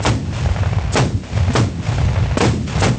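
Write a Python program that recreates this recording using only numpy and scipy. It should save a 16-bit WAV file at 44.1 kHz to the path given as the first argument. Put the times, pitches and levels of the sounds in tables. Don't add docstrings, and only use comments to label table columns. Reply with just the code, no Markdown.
import sys
import numpy as np
from scipy import signal
from scipy.io import wavfile
from scipy.ndimage import uniform_filter1d, minimum_filter1d

SR = 44100
rng = np.random.default_rng(int(sys.argv[2]) if len(sys.argv) > 2 else 0)


def unload_audio(sound):
    columns = np.transpose(np.atleast_2d(sound))
    steps = np.round(np.clip(columns, -1, 1) * 32767)
    wavfile.write(sys.argv[1], SR, steps.astype(np.int16))


N = 131418
T = np.arange(N) / SR
BANDS_HZ = 31.25 * 2 ** (np.arange(25) / 3)

# [f/Hz, level/dB, rise/s, t60/s]
TREE_LINE_SPECTRUM = [(30, -58, .15, 4), (50, -23, .17, 5), (112, -14.5, .17, 8), (175, -25.5, .08, 4),
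                      (250, -40, .04, 4), (450, -35, .03, 12), (750, -33.3, .06, 24),
                      (1450, -37.8, .02, 13), (2300, -33.8, .018, 10), (3600, -37.3, .018, 5),
                      (6500, -38, .022, 3.3), (8500, -44, .025, 2.3)]
# [t/s, level/dB, f/Hz]
FAR_THUDS = [(.16, -7, 72), (.468, -9, 76), (.513, -6, 80), (.602, -13, 115), (.685, -12, 112),
             (.775, -12, 104), (1.15, -6, 95), (1.435, -6, 84), (1.49, -12, 85), (1.504, -13, 240),
             (2.041, -3.5, 84), (2.075, -12, 105), (2.178, -10, 100), (2.272, -13, 85), (2.32, -10, 85),
             (2.646, -8, 80)]
# [t/s, level/dB before filtering]
TREE_CLAPS = [(.003, -11), (.327, -15), (.459, -8.5), (.489, -12), (.562, -9), (.588, -11), (.633, -8),
              (.658, -10), (.731, -10.5), (.784, -10), (1.234, -15), (1.376, -8.5), (1.481, -10),
              (1.503, -11), (1.983, -10), (2.015, -12), (2.088, -11), (2.159, -8), (2.176, -13),
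              (2.188, -11), (2.259, -12), (2.312, -12), (2.778, -10)]
# [f/Hz, level/dB]
RING_SPECTRUM = [(30, -42), (55, -15), (110, -11.5), (185, -14), (270, -19), (420, -34), (900, -39.5),
                 (2200, -34.5), (6500, -34), (8500, -37.5)]
# [f/Hz, level/dB]
HISS_SPECTRUM = [(30, -40), (300, -7), (1200, -9), (3500, -7), (6000, -1), (8000, 1)]
# [f/Hz, level/dB, rise/s, t60/s]
ROAR_SPECTRUM = [(30, -40, .02, .6), (60, -12, .02, .6), (120, -6, .035, .6), (220, -.3, .06, .62),
                 (420, -4.5, .028, .43), (850, -7, .007, .27), (1500, -10, .012, .26),
                 (2400, -10.5, .012, .28), (4200, -13.5, .011, .33), (6500, -12.8, .018, .36),
                 (8500, -15.5, .018, .35)]
# [t/s, roar level/dB, roar hold/s, hiss level/dB, hiss length/s,
# boom delay/s, boom level/dB, boom f/Hz, ring and echo level/dB]
CANNON_SHOTS = [(-.62, -3, .04, -20, .03, .06, 0, 118, -1),
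                (.0505, -7, .038, -25, .032, .064, -.3, 112, .2),
                (.956, -6.3, .046, -22.5, .04, .07, -1.5, 124, .1),
                (1.552, -6, .04, -23, .024, .068, .3, 112, .6),
                (2.397, -6, .068, -14, .028, .087, -1, 118, 3.3),
                (2.821, -6.3, .052, -25, .036, .086, -2, 124, -1)]
# [t/s, level/dB before filtering, length/s]
SHOCK_FRONTS = [(.0505, -1, .0008), (.956, 1, .0015), (1.552, 0, .002), (2.3718, 5.5, .002),
                (2.3755, 3, .0016), (2.406, 5, .0018), (2.821, 0, .0014)]

AIR_DB = -62
ECHO_DELAY_S, ECHO_LASTS_S, ECHO_FADE_S = .262, .61, .13
ECHO_GRAIN_DB, ECHO_GRAIN_HZ = 1.7, 130
THUD_WIDTH_S = .011
CLAP_S, CLAP_LOW_HZ, CLAP_HIGH_HZ = .0012, 400, 1800
CLAP_SCATTER_DB, CLAP_T60_S = -5.5, .05
RING_RISE_S, RING_T60_S, RING_END_S, RING_FADE_S = .08, 1.3, .24, .06
HISS_RISE_S, HISS_T60_S, HISS_GAP_S = .026, .035, .01
BOOM_WIDTH_S, BOOM_SAG_PER_S = .028, 3.5
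ROAR_GRAIN_DB, ROAR_GRAIN_HZ = 1.8, 350
GROUND_LAG_S, GROUND_DB, CRACK_TOP_HZ = .0046, -7, 2400
MIC_LOW_HZ, MIC_TOP_HZ, CUTOFF_HZ = 41, 8500, 8600
LIMIT_DB, SENSE_S, LOOK_AHEAD_S, GAIN_SLEW_S = -10.2, .012, .006, .006
HOLD_S, RELEASE_DB_PER_S = .13, 72
CEILING = .8


def from_db(db):
    return 10 ** (np.asarray(db) / 20)


def rms_one(x):
    return x / np.sqrt(np.mean(x ** 2) + 1e-20)


def at_hz(table, hz):
    freqs, *columns = np.transpose(table)
    return [np.interp(np.log(hz), np.log(freqs), c) for c in columns]


def grain(depth_db, top_hz):
    sos = signal.butter(2, top_hz, fs=SR, output="sos")
    flutter = signal.sosfilt(sos, rng.standard_normal(N + SR))[SR:]
    return rms_one(from_db(depth_db * rms_one(flutter)))


def noise_bands():
    white = rng.standard_normal((2, N + SR // 2))
    edge = 2 ** (1 / 6)
    for k, hz in enumerate(BANDS_HZ):
        sos = signal.butter(2, [hz / edge, hz * edge], "band", fs=SR, output="sos")
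        band = signal.sosfilt(sos, white[k % 2])[SR // 2:]
        yield hz, rms_one(band) / np.sqrt(3)


def shaped_noise(spectrum):
    return sum(from_db(at_hz(spectrum, hz)[0]) * band for hz, band in noise_bands())


def swell(age, rise, hold, t60):
    decay = np.exp(-np.log(1000) * np.maximum(age - hold, 0) / t60)
    return np.clip(age / max(rise, 1e-4), 0, 1) * decay


def fade(age, end, length):
    return np.exp(-(np.maximum(age - end, 0) / length) ** 2)


def all_shots(envelope):
    t = T[::16]
    power = sum(envelope(t - shot[0], shot) ** 2 for shot in CANNON_SHOTS)
    return np.interp(T, t, np.sqrt(power))


def n_wave(start, length):
    u = (T - start) / length
    return (1 - 2 * u) * ((u >= 0) & (u < 1))


def tree_line_echo_and_air():
    out = 0
    for hz, band in noise_bands():
        db, rise, t60 = at_hz(TREE_LINE_SPECTRUM, hz)

        def rumble(age, shot):
            age = age - ECHO_DELAY_S
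            return from_db(shot[-1]) * swell(age, rise, rise, t60) * fade(age, ECHO_LASTS_S, ECHO_FADE_S)
        out = out + band * (from_db(db) * all_shots(rumble) + from_db(AIR_DB))
    return out * grain(ECHO_GRAIN_DB, ECHO_GRAIN_HZ)


def thuds():
    out = 0
    for s, db, hz in FAR_THUDS:
        age = T - s
        out = out + from_db(db) * np.exp(-(age / THUD_WIDTH_S) ** 2) * np.cos(2 * np.pi * hz * age)
    return out


def claps():
    scatter = from_db(CLAP_SCATTER_DB) * rng.standard_normal(N)
    spray = sum(from_db(db) * swell(T - s, CLAP_S, CLAP_S, CLAP_T60_S) for s, db in TREE_CLAPS)
    shocks = sum(from_db(db) * n_wave(s, CLAP_S) for s, db in TREE_CLAPS)
    sos = signal.butter(2, [CLAP_LOW_HZ, CLAP_HIGH_HZ], "band", fs=SR, output="sos")
    return signal.sosfilt(sos, shocks + spray * scatter)


def ring():
    def drone(age, shot):
        level = from_db(shot[-1]) * swell(age, RING_RISE_S, RING_RISE_S, RING_T60_S)
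        return level * fade(age, RING_END_S, RING_FADE_S)
    return all_shots(drone) * shaped_noise(RING_SPECTRUM)


def touch_hole_hiss():
    def spurt(age, shot):
        level_db, length = shot[3:5]
        return from_db(level_db) * swell(age + length, HISS_RISE_S, length - HISS_GAP_S, HISS_T60_S)
    return all_shots(spurt) * shaped_noise(HISS_SPECTRUM)


def booms():
    out = 0
    for s, *_, delay, db, hz, _ in CANNON_SHOTS:
        age = T - s - delay
        swing = np.cos(2 * np.pi * hz * (age - BOOM_SAG_PER_S * age ** 2 / 2))
        out = out + from_db(db) * np.exp(-(age / BOOM_WIDTH_S) ** 2) * swing
    return out


def roar():
    out = 0
    for hz, band in noise_bands():
        db, rise, t60 = at_hz(ROAR_SPECTRUM, hz)

        def outrush(age, shot):
            return from_db(shot[1]) * swell(age, rise, shot[2], t60)
        out = out + from_db(db) * band * all_shots(outrush)
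    return out * grain(ROAR_GRAIN_DB, ROAR_GRAIN_HZ)


def cracks():
    direct = sum(from_db(db) * n_wave(s, length) for s, db, length in SHOCK_FRONTS)
    bounce = from_db(GROUND_DB) * np.interp(T - GROUND_LAG_S, T, direct)
    return signal.lfilter(*signal.butter(1, CRACK_TOP_HZ, fs=SR), direct + bounce)


def scene():
    field = tree_line_echo_and_air() + thuds() + claps()
    cannons = ring() + touch_hole_hiss() + booms() + roar() + cracks()
    return (field + cannons)[None]


def limiter(x):
    power = np.abs(uniform_filter1d(x ** 2, max(int(SENSE_S * SR), 1)))
    level_db = 10 * np.log10(power + 1e-12)
    half = int(HOLD_S * SR / 2)
    over_db = np.minimum(LIMIT_DB - level_db, 0)
    cut_db = -minimum_filter1d(over_db, 2 * half + 1, origin=half, mode="nearest")
    released_db = RELEASE_DB_PER_S * T
    cut_db = np.maximum.accumulate(cut_db + released_db) - released_db
    ahead_db = np.interp(T + LOOK_AHEAD_S, T, cut_db)
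    return x * from_db(-uniform_filter1d(ahead_db, max(int(GAIN_SLEW_S * SR), 1)))


def record(dry):
    heard = signal.sosfilt(signal.butter(2, MIC_LOW_HZ, "high", fs=SR, output="sos"), dry[0])
    heard = signal.sosfilt(signal.butter(6, MIC_TOP_HZ, fs=SR, output="sos"), heard)
    rounded = CEILING * np.tanh(limiter(heard) / CEILING)
    top_cut = signal.ellip(10, .3, 70, CUTOFF_HZ, fs=SR, output="sos")
    return signal.sosfilt(top_cut, rounded)[None]


dry = scene()
out = record(dry)
unload_audio(out)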